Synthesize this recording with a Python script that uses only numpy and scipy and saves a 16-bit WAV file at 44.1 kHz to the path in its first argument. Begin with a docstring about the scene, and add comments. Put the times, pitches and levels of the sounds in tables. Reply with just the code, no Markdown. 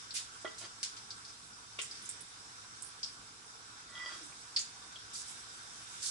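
"""Whole spices fry gently in hot oil in a deep metal pot on a gas stove, in a tiled kitchen.
Tiny bubbles merge into a fine fizz; seeds pop and let out short jets of steam that ring in the pot.
A stoneware plate held above it is tapped and scraped by a wooden spoon and by nuts pushed across it.
Underneath lie the soft roar of the burner and a low hum."""
import sys
import numpy as np
from scipy import signal
from scipy.fft import rfft, irfft
from scipy.io import wavfile
from scipy.ndimage import uniform_filter1d

SR = 44100
rng = np.random.default_rng(int(sys.argv[2]) if len(sys.argv) > 2 else 0)


def store_wav(level_fs):
    """Save 16-bit WAV to argv[1]."""
    pcm = np.round(np.clip(np.atleast_2d(level_fs), -1, 1) * 32767)
    wavfile.write(sys.argv[1], SR, pcm.T.astype(np.int16))


N = 269010

# resonances of the air in the pot: f/Hz, width/Hz, lift/dB
POT_RESONANCES = [(438, 28, 6), (975, 49, 8.5), (1144.2, 37, 14), (1340.6, 23.8, 16), (1476, 69, 11),
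                  (1570.3, 39, 15.5), (3634, 85, 5), (5000, 420, 2), (7820, 240, 5), (9240, 100, 3)]


def gain_of(db):
    return 10 ** (np.asarray(db) / 20)


def unit_rms(x):
    return x / np.sqrt(np.mean(x ** 2) + 1e-20)


def curve_at(points, hz):
    """Reads a curve along a logarithmic frequency axis."""
    f, value = np.transpose(points)
    return np.interp(np.log(hz + 1), np.log(f + 1), value)


def add(mix, start, sound):
    part = mix[..., round(start * SR):][..., :sound.shape[-1]]
    part += sound[..., :part.shape[-1]]


def high_pass(x, hz):
    return signal.sosfilt(signal.butter(4, hz, "high", fs=SR, output="sos"), x)


def resonate(x, hz, width):
    """A resonance that can glide: shifts hz down to zero, smooths with one pole, shifts back."""
    turn = np.exp(2j * np.pi * np.cumsum(hz * np.ones(x.shape[-1])) / SR)
    r = np.exp(-np.pi * width / SR)
    return 2 * (turn * signal.lfilter([1 - r], [1, -r], x / turn)).real


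def ring(force, hz, t60):
    """One mode: a click of height 1 gives a dying sine of height 1."""
    r, turn = gain_of(-60 / t60 / SR), 2 * np.pi * hz / SR
    return signal.lfilter([0, r * np.sin(turn)], [1, -2 * r * np.cos(turn), r * r], force)


def swell(rise, hold, t60):
    """Time axis and an envelope that rises in a curve, holds, then dies away."""
    t = np.arange(SR * 2 // 5) / SR
    return t, np.minimum(t / rise, 1) ** 1.1 * gain_of(-60 * np.maximum(t - rise - hold, 0) / t60)


def clicks(size, per_s, spread_db):
    """Random clicks of either sign, most small and a few large."""
    chance, sign, height = rng.random((size, 3)).T
    return (chance < per_s / SR) * np.sign(sign - .5) * gain_of(-spread_db * np.log(height + 0.0033))


def hiss(colour, patchy_db, flicker_db):
    """A stereo noise bed coloured by the pot, with drifting patches and a flicker across all pitches."""
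    # likeness of left and right: f/Hz, correlation
    stereo_likeness = [(60, 0.7), (300, 0.73), (900, 0.36), (1150, 0.58), (1300, -0.53), (1600, -0.45),
                       (1800, -0.38), (2300, 0.65), (2800, -0.05)]
    frames, hz = N // 256 + 5, np.fft.rfftfreq(1024, 1 / SR)
    a, b, c, d, patches = rng.standard_normal((frames, 513, 5)).T
    patches = unit_rms(uniform_filter1d(uniform_filter1d(patches, size=14, axis=0), size=10, axis=1))
    flicker = unit_rms(uniform_filter1d(rng.standard_normal(frames), size=6))
    pot_db = sum(db / (1 + (2 * (hz - f) / width) ** 2) for f, width, db in POT_RESONANCES)
    likeness = np.clip(curve_at(stereo_likeness, hz), -1, 1)[:, None]
    left = a + 1j * b
    right = likeness * left + np.sqrt(1 - likeness ** 2) * (c + 1j * d)
    level_db = (curve_at(colour, hz) + pot_db)[:, None] + patchy_db * patches + flicker_db * flicker
    spectra = np.array([left, right]) * gain_of(level_db)
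    return unit_rms(signal.istft(spectra, nperseg=1024, noverlap=768)[1][:, :N])


def fizz():
    """Countless tiny bubbles merge into a hiss that swells with the frying; its treble comes and goes."""
    # spectrum of the fizz: f/Hz, level/dB
    colour = [(1060, -20), (1800, -5), (1900, -11), (2020, -9.5), (2810, -10), (3670, -6), (4470, -7),
              (4900, -5.5), (5500, -1.5), (6260, -6), (8640, -11), (9390, -12.5), (11200, -16),
              (14600, -47), (22000, -120)]
    # swell of the frying: t/s, level/dB
    levels = [(0.0, -51.5), (0.49, -52), (0.61, -52.5), (1.19, -53), (1.51, -54.5), (1.75, -53.5),
              (1.99, -49), (2.26, -52.5), (3.09, -52.5), (3.28, -54.5), (3.91, -53), (4.15, -47.5),
              (4.3, -53), (5.18, -51), (5.28, -49), (5.67, -51.5), (6.1, -47.5)]
    # brightness above 5 kHz: t/s, tilt/(dB per octave)
    tilts = [(0, -3), (.61, -1.5), (1.5, 1), (1.99, -2), (2.3, -1.5), (3.3, 0), (4.15, -3.5), (4.4, 0.5),
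             (5.15, -3), (5.4, -1), (6.1, 2.5)]
    hz, t, spectra = signal.stft(hiss(colour, patchy_db=1.3, flicker_db=.4), SR, nperseg=512)
    octaves = np.log2(np.maximum(hz / 5000, 1))[:, None]
    level_db = np.interp(t, *np.transpose(levels))
    treble_db = octaves * np.interp(t, *np.transpose(tilts))
    return signal.istft(spectra * gain_of(level_db + treble_db), SR, nperseg=512)[1][:, :N]


def burner():
    """The gas flame gives a soft, flickering roar."""
    # spectrum of the roar: f/Hz, level/dB
    colour = [(76, -23), (130, -3), (290, -3), (387, -8.5), (473, -6.5), (578, -14.5), (752, -2.5),
              (885, -5.5), (1440, -4), (1900, -22.5), (2600, -17), (3380, -61), (5720, -120)]
    return gain_of(-59) * hiss(colour, patchy_db=1.63, flicker_db=1.0)


def hum():
    """A low, unsteady hum over a deep rumble of drifting air, nearly alike in both ears."""
    shared, left, right = rng.standard_normal((3, N))
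    air = shared + 0.48 * np.array([left, right])
    tone = resonate(resonate(air, hz=105, width=20), hz=105, width=20)
    rumble = resonate(resonate(air, hz=58, width=45), hz=58, width=45)
    return gain_of(-71) * unit_rms(tone) + gain_of(-74.5) * unit_rms(rumble)


def bubbles(size, hz, width, per_s):
    """A crowd of bursting bubbles rings around one pitch; each ear hears mostly its own bubbles, with a few
    shared by both."""
    crowd = np.array([clicks(size, per_s, spread_db=3.) for _ in range(3)])
    ears = crowd[:2] + 0.27 * crowd[2]
    for _ in range(3):
        ears = resonate(ears, hz, width)
    return unit_rms(ears)


def spits(per_s=12, level_db=-63, t60=.15):
    """Small pockets of steam break the surface at random, each a faint, brief hiss at its own pitch."""
    out, t = np.zeros((2, N)), np.arange(3000) / SR
    for when, pitch, size in rng.random((round(per_s * N / SR), 3)):
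        envelope = np.minimum(t / .004, 1) * gain_of(level_db + 6 * size - 60 * t / t60)
        add(out, when * N / SR, envelope * bubbles(len(t), 3500 + 6500 * pitch, width=1100, per_s=3200))
    return out


def pops_and_puffs():
    """Seed pops and short puffs of steam: each starts sharply, hisses for a moment and dies away."""
    # seed pops and steam puffs: t/s, level/dB, bubble f/Hz, width/Hz, hold/s, t60/s
    events = [(0.1074, -46.5, 4400, 2100, 0.0037, 0.16), (0.14, -45.5, 9600, 4700, .012, .11),
              (0.5862, -56, 7700, 4700, .006, .09), (0.8299, -37, 5200, 5730, .005, 0.25),
              (0.9668, -49.5, 4740, 4700, .01, 0.14), (1.105, -46, 4660, 2500, .012, .11),
              (1.2468, -52, 4900, 2900, .011, .13), (1.279, -55, 5300, 2900, 0.013, 0.33),
              (1.787, -39, 2680, 1970, 0.013, 0.15), (1.79, -48, 5800, 7000, 0.0078, 0.22),
              (1.8156, -41.5, 7300, 4900, .006, 0.18), (1.82, -57, 2580, 1400, .016, .09),
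              (1.9113, -48.5, 4900, 1790, 0.014, 0.1), (1.952, -56, 4900, 1750, 0.024, 0.24),
              (2.022, -57.5, 9500, 2900, 0.043, 0.053), (2.0562, -51.5, 6900, 2300, .01, .12),
              (2.09, -41.5, 8170, 3200, 0.0085, 0.11), (2.2075, -51.5, 9600, 2900, 0.0064, 0.093),
              (2.822, -45, 8350, 3800, 0.012, 0.043), (2.845, -54.5, 9500, 2600, 0.029, 0.091),
              (3.0298, -38, 5050, 1720, 0.018, .04), (3.031, -53.5, 3270, 1520, 0.018, .06),
              (3.058, -49, 4900, 1500, 0.02, 0.11), (4.231, -55.5, 8000, 5900, 0.027, 0.43),
              (4.5626, -29, 4670, 1010, 0.0034, 0.13), (4.563, -39.5, 4230, 6740, 0.0074, 0.26),
              (4.591, -41, 6500, 2900, 0.02, 0.14), (5.151, -49.5, 4660, 900, 0.0088, 0.069),
              (5.283, -54.5, 7900, 1500, 0.011, 0.069)]
    out, t = np.zeros((2, N)), np.arange(12000) / SR
    attack = np.minimum(t / .0007, 1) * (1 + .7 * np.exp(-t / .005))
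    for start, db, hz, width, hold, t60 in events:
        envelope = attack * gain_of(db - 60 * np.maximum(t - hold, 0) / t60)
        add(out, start, envelope * bubbles(len(t), hz, width, per_s=3500))
    return high_pass(out, 1800)  # small bubbles radiate no bass


def steam_jets(pitch_lift=.4, settle_s=0.0076, sputter_db=.7):
    """Steam escapes through the oil as a dense, broad spray of bubbles that sputters as it goes."""
    # jets of steam: t/s, rise/s, hold/s, t60/s, level/dB, centre f/Hz, low cut/Hz
    jets = [(0.135, 0.033, .004, 0.21, -35, 5500, 2070), (0.58, .003, 0.02, 0.25, -47.5, 6000, 3370),
            (5.13, 0.0074, 0.083, .1, -45.5, 6400, 3570), (5.239, 0.048, 0.037, 0.27, -52, 8300, 3600),
            (6.002, 0.045, .1, .3, -38, 5800, 3770)]
    out = np.zeros((2, N))
    for start, rise, hold, t60, db, hz, low_cut in jets:
        t, envelope = swell(rise, hold, t60)
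        spray = bubbles(len(t), hz, width=10200, per_s=8000)
        glide_hz = hz * (1 + pitch_lift * np.exp(-t / settle_s))  # opens high and settles
        spray = high_pass(spray + .5 * unit_rms(resonate(spray, glide_hz, width=3700)), low_cut)
        sputter = unit_rms(uniform_filter1d(rng.standard_normal(len(t)), size=500))
        add(out, start, gain_of(db + sputter_db * sputter) * envelope * unit_rms(spray))
    return out


def plate():
    """Taps and the grit of scrapes ring the same modes, most those near the pitch of the contact."""
    # stoneware modes, damped by the hand that holds the plate: f/Hz, level/dB, t60/s
    modes = [(300, -6, .1), (447, 1, .14), (640, -5, .04), (810, -6, .05), (1125, -4, .07), (1240, -7, .06),
             (1400, -6, .06), (1940, -15, .06), (1972, -2, .12), (2400, -16, .04), (3255, -9, .05),
             (3305, -8, .07), (4715, 0, .04)]
    # blows of spoon and nuts: t/s, ring/dB, contact f/Hz, spread/octaves, knock/dB
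    taps = [(.447, -35, 610, 0.69, -28.5), (0.45, -42, 1420, 0.25, -33), (.451, -33, 3060, 0.24, -47),
            (.455, -36.5, 1960, 0.56, -36), (.463, -49, 1310, 0.4, -31), (0.476, -44, 3060, 0.66, -36),
            (1.788, -42, 437, 0.28, -48), (1.79, -39.5, 1340, .54, -51), (3.954, -35, 3400, .33, -46),
            (3.978, -35, 3360, 0.34, -42), (4.06, -35, 3280, 1, -39), (4.11, -47, 4400, 0.63, -48),
            (4.3, -59, 1500, .39, -41), (4.325, -55, 2360, 0.18, -41), (4.958, -44, 3390, .3, -34.5),
            (4.963, -41, 3230, 0.33, -39.5)]
    # strokes: t/s, rise/s, hold/s, t60/s, grit/dB, contact f/Hz, rasp/dB, rasp f/Hz, rasp width/Hz
    scrapes = [(0.594, 0.025, 0.038, .05, -69, 5200, -47, 2040, 6200),
               (3.86, 0.077, 0.19, .03, -70, 2050, -61, 1260, 700),
               (3.933, .06, 0.166, .03, -69.5, 3460, -53.5, 1200, 503),
               (4.093, 0.045, 0.091, .2, -80, 268, -64, 300, 140)]
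    out, t = np.zeros(N), np.arange(2000) / SR
    envelopes = [swell(*row[1:4])[1] for row in scrapes]
    grits = [env * unit_rms(clicks(len(env), per_s=4600, spread_db=6.0)) for env in envelopes]
    for hz, mode_db, t60 in modes:
        force = np.zeros(N)
        for (start, _, _, _, db, contact_hz, *_), grit in zip(scrapes, grits):
            add(force, start, gain_of(db - 12 * np.log2(hz / contact_hz) ** 2) * grit)
        for start, db, contact_hz, spread, _ in taps:
            add(force, start, gain_of([db - 6 * (np.log2(hz / contact_hz) / spread) ** 2]))
        out += gain_of(mode_db) * ring(force, hz, t60)
    for start, _, contact_hz, _, knock_db in taps:  # dry knock: wood and nuts are quickly damped
        add(out, start, gain_of(knock_db - 60 * t / 0.012) * np.sin(2 * np.pi * contact_hz * t))
    for (start, *_, rasp_db, hz, width), envelope in zip(scrapes, envelopes):
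        rasp = resonate(resonate(rng.standard_normal(len(envelope)), hz, width), hz, width)
        add(out, start, gain_of(rasp_db) * envelope * unit_rms(rasp))
    return high_pass(out, 222)  # a small plate radiates no bass


def reflections(x, t60, predelay_s):
    """Sparse wall echoes of random sign, different for each channel, dying evenly."""
    echoes, slots = np.zeros((2, SR // 2)), np.arange(0, SR // 2 - 20, 20)
    arrivals = slots + rng.integers(0, 20, (len(slots), 2)).T
    np.put_along_axis(echoes, arrivals, rng.choice([-1., 1.], arrivals.shape), 1)
    t = np.arange(SR // 2) / SR
    echoes *= gain_of(-60 * t / t60) * (t >= predelay_s)
    echoes /= np.linalg.norm(echoes, axis=1)[:, None]
    return signal.fftconvolve(x * np.ones((2, 1)), echoes, axes=1)[:, :N]


def scene():
    """Oil and plate ring briefly in the tiled kitchen, over a bed of fizz, burner and hum."""
    oil = pops_and_puffs() + steam_jets() + spits()
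    pot_ring = sum(resonate(oil, hz, width) for hz, width, _ in POT_RESONANCES[-4:])  # upper four only
    oil = oil + 0.39 * pot_ring
    dish = plate()
    near_walls = reflections(dish, t60=0.05, predelay_s=.001)
    close = oil + 0.5 * dish + 0.5 * near_walls
    room_send = gain_of(-10.5) * oil + gain_of(-8.5) * dish
    kitchen = reflections(room_send, t60=.35, predelay_s=0.0053)
    return close + kitchen + fizz() + burner() + hum()


def record(dry):
    """Each of the two microphones has its own colour; a steep high cut takes off the top."""
    # stereo balance: f/Hz, left minus right/dB
    balance = [(60, 1), (350, -5), (1200, -0.5), (1750, -4), (3000, -0.5), (4300, 1.5), (6000, 0),
               (7700, -9), (9500, -10.5), (11500, -4.5)]
    half_db = curve_at(balance, np.fft.rfftfreq(N, 1 / SR)) / 2
    coloured = irfft(rfft(dry) * gain_of([half_db, -half_db]), N)
    high_cut = signal.firwin(301, cutoff=11100, window=("kaiser", 7), fs=SR)
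    return signal.oaconvolve(coloured, high_cut[None], "same")


dry = scene()
out = record(dry)
store_wav(out)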